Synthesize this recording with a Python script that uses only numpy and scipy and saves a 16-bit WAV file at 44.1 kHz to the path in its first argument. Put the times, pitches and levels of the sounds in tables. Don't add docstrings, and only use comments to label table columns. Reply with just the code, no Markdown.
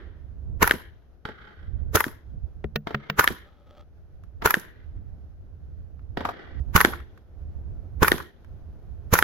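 import sys
import numpy as np
from scipy import signal
from scipy.fft import rfft, irfft, next_fast_len
from scipy.io import wavfile
from scipy.ndimage import uniform_filter1d

SR = 44100
rng = np.random.default_rng(int(sys.argv[2]) if len(sys.argv) > 2 else 0)


def wrap_up_sound(samples):
    columns = np.atleast_2d(samples).T
    tamed = np.clip(columns, -1, 1)
    steps = np.round(tamed * 32767).astype(np.int16)
    wavfile.write(sys.argv[1], SR, steps)


N = 407043
TIME = np.arange(N) / SR
SHORT = TIME[:SR // 3]

# f/Hz, level/dB
AIR_TONE = [(88, -32), (150, -6.5), (702, -16), (960, -26.5), (1480, -23.5), (2140, -33.5), (6390, -41.5),
            (8070, -61), (11700, -40.5), (16000, -57.5)]
# t/s, level/dB
GUSTS = [(0.0, -37.5), (0.34, -35), (0.42, -31), (0.64, -29.5), (0.8, -49.5), (1.52, -56.5), (1.74, -23),
         (2.2, -52), (2.3, -33), (2.56, -33.5), (3.02, -55.5), (3.3, -41), (3.52, -56.5), (4.44, -37.5),
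         (4.62, -51), (5.06, -32), (5.3, -42.5), (6.12, -35.5), (6.4, -49.5), (6.66, -27), (7.24, -51.5),
         (7.38, -35), (8.12, -31), (8.32, -59), (8.5, -38.5), (9.22, -35)]
# t/s, energy level/dB, left minus right/dB
LOW_THUMPS = [(2.435, 4.5, -16), (2.645, 1.5, 6.5), (6.601, 9.5, -13)]
# f/Hz, level/dB
WIND_TONE = [(20, -6), (45, -1), (72, 6), (110, -5.5), (170, -16.5), (300, -27), (700, -40.5), (1500, -65),
             (4000, -76.5), (16000, -84)]
# f/Hz, level/dB
FLUTTER_TONE = [(100, -5.0), (350, 3.5), (700, -3.5), (1500, -19.5), (5000, -41)]

# t/s, energy level/dB, muzzle hiss relative to it/dB
FAR_SHOTS = [(1.253, -2.5, -18), (2.871, -1.5, -9), (4.422, -5.5, -1.5), (6.172, 2.5, -14),
             (6.252, -3.5, 7.5)]
# f/Hz, level/dB
FAR_TONE = [(60, -11), (220, -3.5), (420, 1), (600, -9), (1300, -12.5), (1900, -13), (2600, -26.5),
            (3200, -18.5), (6000, -42.5), (9000, -57), (11500, -46), (16000, -58.5)]
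# f/Hz, level/dB
FAR_HISS_TONE = [(150, -17.5), (380, -6.5), (550, -2), (730, 5.5), (1200, 1.5), (2500, -15.5),
                 (6000, -29.5), (9000, -49), (11500, -33), (16000, -40)]
# f/Hz, level/dB
FAR_ECHO_TONE = [(80, -3), (400, 1.5), (900, -2.5), (1600, 6.5), (3200, 2), (5500, 2), (9000, -6),
                 (16000, -8.5)]
# f/Hz, level/dB
SCATTER_TONE = [(60, -9.5), (300, -2.5), (1000, -0.5), (2000, -9), (5000, 2.5), (9000, 1), (12000, 3.5),
                (16000, -1)]
# f/Hz, level/dB
WOODS_TONE = [(60, -11.5), (400, 4), (1000, -5), (1800, -11), (3500, 1.5), (6000, -8), (10000, -30),
              (16000, -30)]
# f/Hz, level/dB
BANK_TONE = [(200, -10.5), (900, -4), (1400, 1.5), (3000, -8.5), (6000, -18), (12000, -30)]
# f/Hz, level/dB
TREE_TONE = [(900, -9), (1750, 0), (2600, -2.5), (6000, -16)]

# t/s, contact energy/dB, table boom/dB, body/dB, treble/dB
BOUNCES = [(2.642, -1, -3.5, 22, -17), (2.759, 3.5, 2, 10, 5), (2.946, 3.5, 2.5, -1.5, -11.5),
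           (3.099, 2.5, -1, -4, 0)]
# f/Hz, level/dB
CASE_TONE = [(100, -16), (400, 2.5), (800, 0), (1600, 3), (3200, -3), (6000, -17.5), (9000, -55.5),
             (12000, -28), (16000, -17)]
# f/Hz, level/dB, t60/s
CASE_MODES = [(1478, -9, 0.048), (1830, -0.5, 0.036), (2700, -9.5, 0.035), (3340, -13, 0.017),
              (15100, -22, .08)]
# f/Hz, level/dB, t60/s
TABLE_MODES = [(148.8, 1.5, 0.18), (211, 0, 0.17), (423.7, -9, 0.11), (580, -15, 0.091), (706, -3, .04),
               (923.7, -17, 0.013), (1150, -12, 0.032)]
# f/Hz, level/dB, t60/s
ROLLING_MODES = [(583, 0.5, 0.063), (800, 2, .02), (1250, 2.0, 0.024), (3200, -6, .008)]
# t/s, relative level/dB
ROLLING_SPEED = [(3.35, -38.5), (3.45, -3.0), (3.62, -8.0), (3.72, 0.5), (3.81, 1.5), (3.9, -56)]

# f/Hz, level/dB
THUD_TONE = [(60, -15.5), (190, 0.5), (350, -4), (900, -24.5), (1700, -22.5), (4000, -40.5), (16000, -44)]
# t/s, energy level/dB, treble/dB
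CLICKS = [(0.695, -1.5, -3), (2.081, -14, 1), (3.324, -18, 7), (4.237, -32.5, -0.5), (4.598, -19.5, 21),
          (5.993, -34.5, -16), (6.8047, 11.5, -7), (7.002, -20.5, -5), (7.176, -28, -4), (8.181, -10, -0.5),
          (8.446, -31, -6.5)]
# t/s, energy level/dB, body/dB
SLAMS = [(0.7106, 14, -0.5), (2.0419, 2.5, -4), (3.2764, 12, 1.5), (4.542, 11.5, 0), (6.849, 17, 1.5),
         (8.1186, 13.5, 10.5), (9.2258, 12, -6)]
# f/Hz, level/dB
CLICK_TONE = [(150, -20), (800, -6), (1400, 6.5), (3000, -10.5), (6000, -16), (8800, -26.5), (11500, -15.5),
              (16000, -25.5)]
# f/Hz, level/dB
REAR_TONE = [(100, -17.5), (450, -13), (700, -18.5), (920, -2), (1300, -4), (1950, -3.5), (2800, -19.5),
             (4400, -22.5), (5600, -20.5), (8800, -32), (11300, -8.5), (16000, -23)]
# f/Hz, level/dB
CLOSE_TONE = [(80, -26.5), (350, -3.5), (600, -15), (800, -16), (1000, -24.5), (1400, 1), (1800, 4),
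              (2500, -17), (3200, -9.5), (5000, -27.5), (8800, -37.5), (11500, -21), (16000, -42)]
# f/Hz, level/dB
NEAR_SLAM_TONE = [(500, 1.5), (950, 10), (1600, 0.5), (3200, 4), (8000, 2.5)]
# f/Hz, level/dB, t60/s
ACTION_MODES = [(1000, -15, 0.014), (1410, 1.5, 0.05), (1470, 3, 0.043), (1810, -7.5, 0.073)]
# t/s, blast energy level/dB, body/dB, treble/dB, gas push energy level/dB
SHOTS = [(0.628, 17.5, -1, -4, -1), (1.9555, 16, 9, 5.5, 9.5), (3.1943, 16.5, -4.5, -1.5, 2.5),
         (4.4589, 16, -1.5, -1, 3.5), (6.762, 18, -10, -1, 17.5), (8.0303, 18, 4, -5, 14.5),
         (9.138, 16.5, 0, 4, 15.5)]
# f/Hz, level/dB
BLAST_TONE = [(60, -8.5), (200, -6), (430, 4.5), (700, -8.5), (1000, 2), (1450, 1.5), (2500, -10),
              (5000, -16.5), (6700, -11.5), (8700, -29.5), (11500, -10.5), (16000, -18.5)]
# f/Hz, level/dB
GAS_TONE = [(100, -7.5), (400, -6), (680, -13), (950, 1.5), (1600, 2.5), (3000, -9), (6500, -23),
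            (8800, -29.5), (11300, -8), (16000, -14)]
# f/Hz, level/dB, t60/s
PUSH_MODES = [(92, 1.53, 0.054), (175, -4, 0.075)]

# f/Hz, left minus right/dB
PORT_BALANCE = [(200, 0.05), (1300, 0.94), (2400, 0), (4400, -2.5), (8200, -8.5), (15000, -4)]
# f/Hz, likeness 0-1
PORT_LIKENESS = [(100, .6), (400, 0.7), (1400, 0.29), (3100, 0.066), (6500, 0.017)]

MOVE_S = 6.6
TOP_HZ = 16200
LULL_DB, LEE_SHARE = -50, .48
SLAP_S, BANK_S = .0355, .173
BANK_DB, NEAR_BANK_DB = -36.5, 17
PUSH_LEAD_S, BULLET_S = .0052, .1105
UNLOCK_SHARE, REAR_SHARE = .18, .582
UNLOCK_DB, REAR_DB, THUD_DB = 8.5, 4.5, -0.84
NEAR_GAS_DB, NEAR_ACTION_DB, NEAR_LEAD_S, NEAR_LEFT_DB = 2.5, 2.5, .005, -7.5


def undb(db):
    return 10 ** (np.asarray(db) / 20)


def over_hz(points, size):
    hz, value = np.transpose(points)
    bins_hz = np.fft.rfftfreq(size, 1 / SR)
    return np.interp(np.log(bins_hz + 1), np.log(hz), value)


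def colour(x, points):
    size = 2 * next_fast_len(x.shape[-1])
    cepstrum = irfft(np.log(undb(over_hz(points, size))))
    cepstrum[1:size // 2] *= 2
    cepstrum[size // 2 + 1:] = 0
    response = np.exp(rfft(cepstrum))
    return irfft(rfft(x, size) * response)[..., :x.shape[-1]]


def shelves(x, body_db, treble_db):
    return colour(x, [(500, body_db), (900, 0), (2200, 0), (6000, treble_db)])


def energy(x, db=0):
    mean_energy = np.mean(np.sum(x ** 2, axis=-1))
    return x * undb(db) / np.sqrt(mean_energy)


def noise(size):
    likeness = np.clip(over_hz(PORT_LIKENESS, size), 0, 1)
    spectra = rfft(rng.standard_normal((2, size)))
    mid, side = spectra * np.sqrt([1 + likeness, 1 - likeness])
    return irfft(np.array([mid + side, mid - side]) / np.sqrt(2), size)


def fade(t, t60):
    return np.exp(-np.log(1000) * t / t60)


def walk(rate):
    k = int(SR / rate)
    steps = np.repeat(rng.standard_normal(N // k + 1), k)
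    return uniform_filter1d(steps, k)[:N]


def burst(rise_s, t60):
    t = SHORT - 6 * rise_s
    swell = np.exp(np.minimum(t, 0) / rise_s)
    decay = fade(np.maximum(t, 0), t60)
    return energy(noise(len(t)) * swell * decay), -t[0]


def knock(chatter_db, t60):
    chatter = noise(len(SHORT)) * fade(SHORT, t60)
    return (SHORT == 0) + energy(chatter, chatter_db)


def ring(modes, spread):
    total = 0
    for hz, db, t60 in modes:
        pitch_hz = hz * (1 + spread * rng.standard_normal())
        total = total + undb(db) * np.sin(2 * np.pi * pitch_hz * SHORT) * fade(SHORT, t60)
    return energy(total)


def add(out, s, x):
    i = max(int(s * SR), 0)
    out[:, i:i + x.shape[-1]] += x[..., :max(N - i, 0)]


def delayed(x, s):
    out = np.zeros((2, N))
    add(out, s, x)
    return out


def echoes(x, tone, build_s, t60, db, lumpy_db):
    t = TIME[:2 * SR]
    shape = (1 - np.exp(-t / build_s)) * fade(t, t60)
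    shape *= undb(lumpy_db * walk(45)[:len(t)])
    shape *= undb(3 * walk(170)[:len(t)])
    reflections = energy(colour(noise(len(t)), tone) * shape, db)
    return signal.fftconvolve(x, reflections, axes=1)[:, :N]


def open_air():
    air = colour(noise(N), AIR_TONE)
    level_db = -64.0 + 2.9 * (TIME > MOVE_S) + 1.3 * walk(18)
    return air / air.std() * undb(level_db)


def wind_and_low_thumps():
    right_db = np.interp(TIME, *np.transpose(GUSTS))
    left_db = LULL_DB + LEE_SHARE * (right_db - LULL_DB)
    gust_db = np.array([left_db, right_db])
    eddies = colour(rng.standard_normal((2, N)) + .45 * rng.standard_normal(N), WIND_TONE)
    flutter = colour(noise(N), FLUTTER_TONE)
    rustle_db = .5 * gust_db.mean(0) - 48.3 + 2.3 * walk(70) + 6.3 * (TIME > MOVE_S)
    rustle = flutter / flutter.std() * undb(rustle_db)
    rumble = eddies / eddies.std() * undb(gust_db + 3.0 * walk(18))
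    out = rumble + rustle
    for s, db, pan_db in LOW_THUMPS:
        thump = (1 - fade(SHORT, t60=.06)) * ring([(67.8, 0, .09)], spread=.04)
        add(out, s, energy(thump * undb([[pan_db / 2], [-pan_db / 2]]), db))
    return out


def far_guns():
    reports, hisses = np.zeros((2, 2, N))
    for s, db, hiss_db in FAR_SHOTS:
        report, lead = burst(rise_s=.0007, t60=0.03)
        add(reports, s + 0.00059 - lead, energy(colour(report, FAR_TONE), db))
        slap = knock(chatter_db=8, t60=.05)
        add(reports, s + SLAP_S, energy(colour(slap, FAR_TONE), db - 6.0))
        hiss, lead = burst(rise_s=0.0025, t60=0.036)
        hiss = energy(colour(hiss, FAR_HISS_TONE), db + hiss_db)
        add(hisses, s + .001 - lead, hiss)
        add(hisses, s + SLAP_S + 0.0033 - lead, undb(-4.0) * hiss)
    direct = reports + hisses
    roll = echoes(reports, FAR_ECHO_TONE, build_s=.01, t60=1.3, db=-11, lumpy_db=3.0)
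    roll += echoes(direct, SCATTER_TONE, build_s=.005, t60=.13, db=-6, lumpy_db=2)
    bank = echoes(reports, FAR_ECHO_TONE, build_s=.004, t60=.6, db=-17, lumpy_db=3.5)
    roll += delayed(bank, BANK_S)
    early = colour(colour(noise(N), FAR_TONE), FAR_ECHO_TONE) * fade(TIME, 0.8)
    return (direct + roll) * (TIME < MOVE_S) + energy(early, -15)


def spent_case():
    out = np.zeros((2, N))
    for s, db, boom_db, body_db, treble_db in BOUNCES:
        contact, lead = burst(rise_s=0.001, t60=0.018)
        contact = shelves(colour(contact, CASE_TONE), body_db, treble_db)
        add(out, s + .001 - lead, energy(contact, db))
        add(out, s, undb(db - 10.5 + 0.744 * treble_db) * ring(CASE_MODES, spread=0.0046))
        add(out, s, undb(boom_db) * ring(TABLE_MODES, spread=0.034))
    contacts = rng.random(N) < 1200 / SR
    grains = contacts * rng.exponential(size=N) * rng.choice([-1, 1], N)
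    speed_db = np.interp(TIME, *np.transpose(ROLLING_SPEED))
    wobble = undb(4 * walk(60))
    grains = grains * wobble * undb(speed_db) * (speed_db > -45)
    table_top = ring(ROLLING_MODES, spread=0.012) + energy(colour(SHORT == 0, CASE_TONE), -11)
    rolling = signal.fftconvolve(grains, table_top)[:N]
    return out + energy(rolling, -16.5)


def berm():
    out = np.zeros((2, N))
    for s, *_ in SHOTS:
        thud = colour(knock(chatter_db=6.0, t60=.075), THUD_TONE)
        add(out, s + BULLET_S, energy(thud, THUD_DB))
    return out


def action():
    out = np.zeros((2, N))
    for (s, *_), (shut_s, slam_db, slam_body_db) in zip(SHOTS, SLAMS):
        near = s > MOVE_S
        cycle_s = shut_s - s
        unlock_s = s + UNLOCK_SHARE * cycle_s
        unlock_db = UNLOCK_DB + NEAR_ACTION_DB * near
        add(out, unlock_s, undb(unlock_db - 3.0) * ring(ACTION_MODES, spread=.015))
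        unlock = colour(knock(chatter_db=3.5, t60=0.068), GAS_TONE)
        add(out, unlock_s, energy(unlock, unlock_db - 10))

        rear_s = s + REAR_SHARE * cycle_s
        rear_db = REAR_DB + NEAR_ACTION_DB * near
        scrape, stop = burst(rise_s=.008, t60=0.048), burst(rise_s=.0004, t60=0.017)
        for (blow, lead), db in [(scrape, -2), (stop, 4)]:
            blow = shelves(colour(blow, REAR_TONE), body_db=-2.5, treble_db=-4.5 + 2.4 * near)
            add(out, rear_s - lead, energy(blow, rear_db + db))

        feed, lead = burst(rise_s=.003, t60=.04)
        add(out, shut_s - lead, energy(colour(feed, CLOSE_TONE), slam_db - 12.5))
        slam = knock(chatter_db=-3, t60=.006)
        if near:
            slam = colour(slam, NEAR_SLAM_TONE)
        slam_treble_db = 8.5 - .85 * slam_db + 2 * near
        slam = shelves(colour(slam, CLOSE_TONE), slam_body_db, slam_treble_db)
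        add(out, shut_s, energy(slam, slam_db))
        rebound = colour(knock(chatter_db=8.0, t60=0.031), CLICK_TONE)
        add(out, shut_s + 0.0081, energy(rebound, slam_db - 17))
    for s, db, treble_db in CLICKS:
        rattle, lead = burst(rise_s=0.00051, t60=.025)
        add(out, s - lead, energy(shelves(colour(rattle, CLICK_TONE), 0, treble_db), db))
    return out


def muzzle():
    out = np.zeros((2, N))
    for s, db, body_db, treble_db, push_db in SHOTS:
        near = s > MOVE_S
        rush, lead = burst(rise_s=0.0055, t60=0.028)
        rush = shelves(colour(rush, BLAST_TONE), body_db + 0.5, treble_db - 4.5)
        add(out, s - lead, energy(rush, db - 3))
        crack = colour(knock(chatter_db=16.5, t60=0.038), BLAST_TONE)
        add(out, s, energy(shelves(crack, body_db - 6, treble_db), db - 5.0))
        gas, lead = burst(rise_s=.012, t60=0.18)
        add(out, s + .022 - lead, energy(colour(gas, GAS_TONE), db - 18.0 + NEAR_GAS_DB * near))
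        push = energy(ring(PUSH_MODES, spread=.04), push_db)
        push = push * undb([[NEAR_LEFT_DB * near], [0]])
        add(out, s - PUSH_LEAD_S - NEAR_LEAD_S * near, push)
    return out


def scene():
    blasts = muzzle()
    near = TIME > MOVE_S
    gun = blasts + action() + berm()
    scatter = echoes(gun, SCATTER_TONE, build_s=.012, t60=.25, db=-15.5, lumpy_db=2.5) * undb(3 * near)
    woods = echoes(gun, WOODS_TONE, build_s=.03, t60=0.69, db=-34.5, lumpy_db=2.0)
    bank = delayed(colour(blasts, BANK_TONE), BANK_S) * undb(BANK_DB + NEAR_BANK_DB * near)
    trees = delayed(echoes(gun, TREE_TONE, build_s=.04, t60=0.33, db=-42.0, lumpy_db=4.5), 0.095)
    sound = gun + scatter + woods + bank + trees + spent_case() + far_guns()
    left = colour(sound[0], [(hz, db / 2) for hz, db in PORT_BALANCE])
    right = colour(sound[1], [(hz, -db / 2) for hz, db in PORT_BALANCE])
    return np.array([left, right]) + wind_and_low_thumps() + open_air()


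def record(dry):
    low_pass = signal.ellip(8, .2, 70, TOP_HZ, fs=SR, output="sos")
    return signal.sosfilt(low_pass, np.clip(dry, -1, 1))


dry = scene()
out = record(dry)
wrap_up_sound(out)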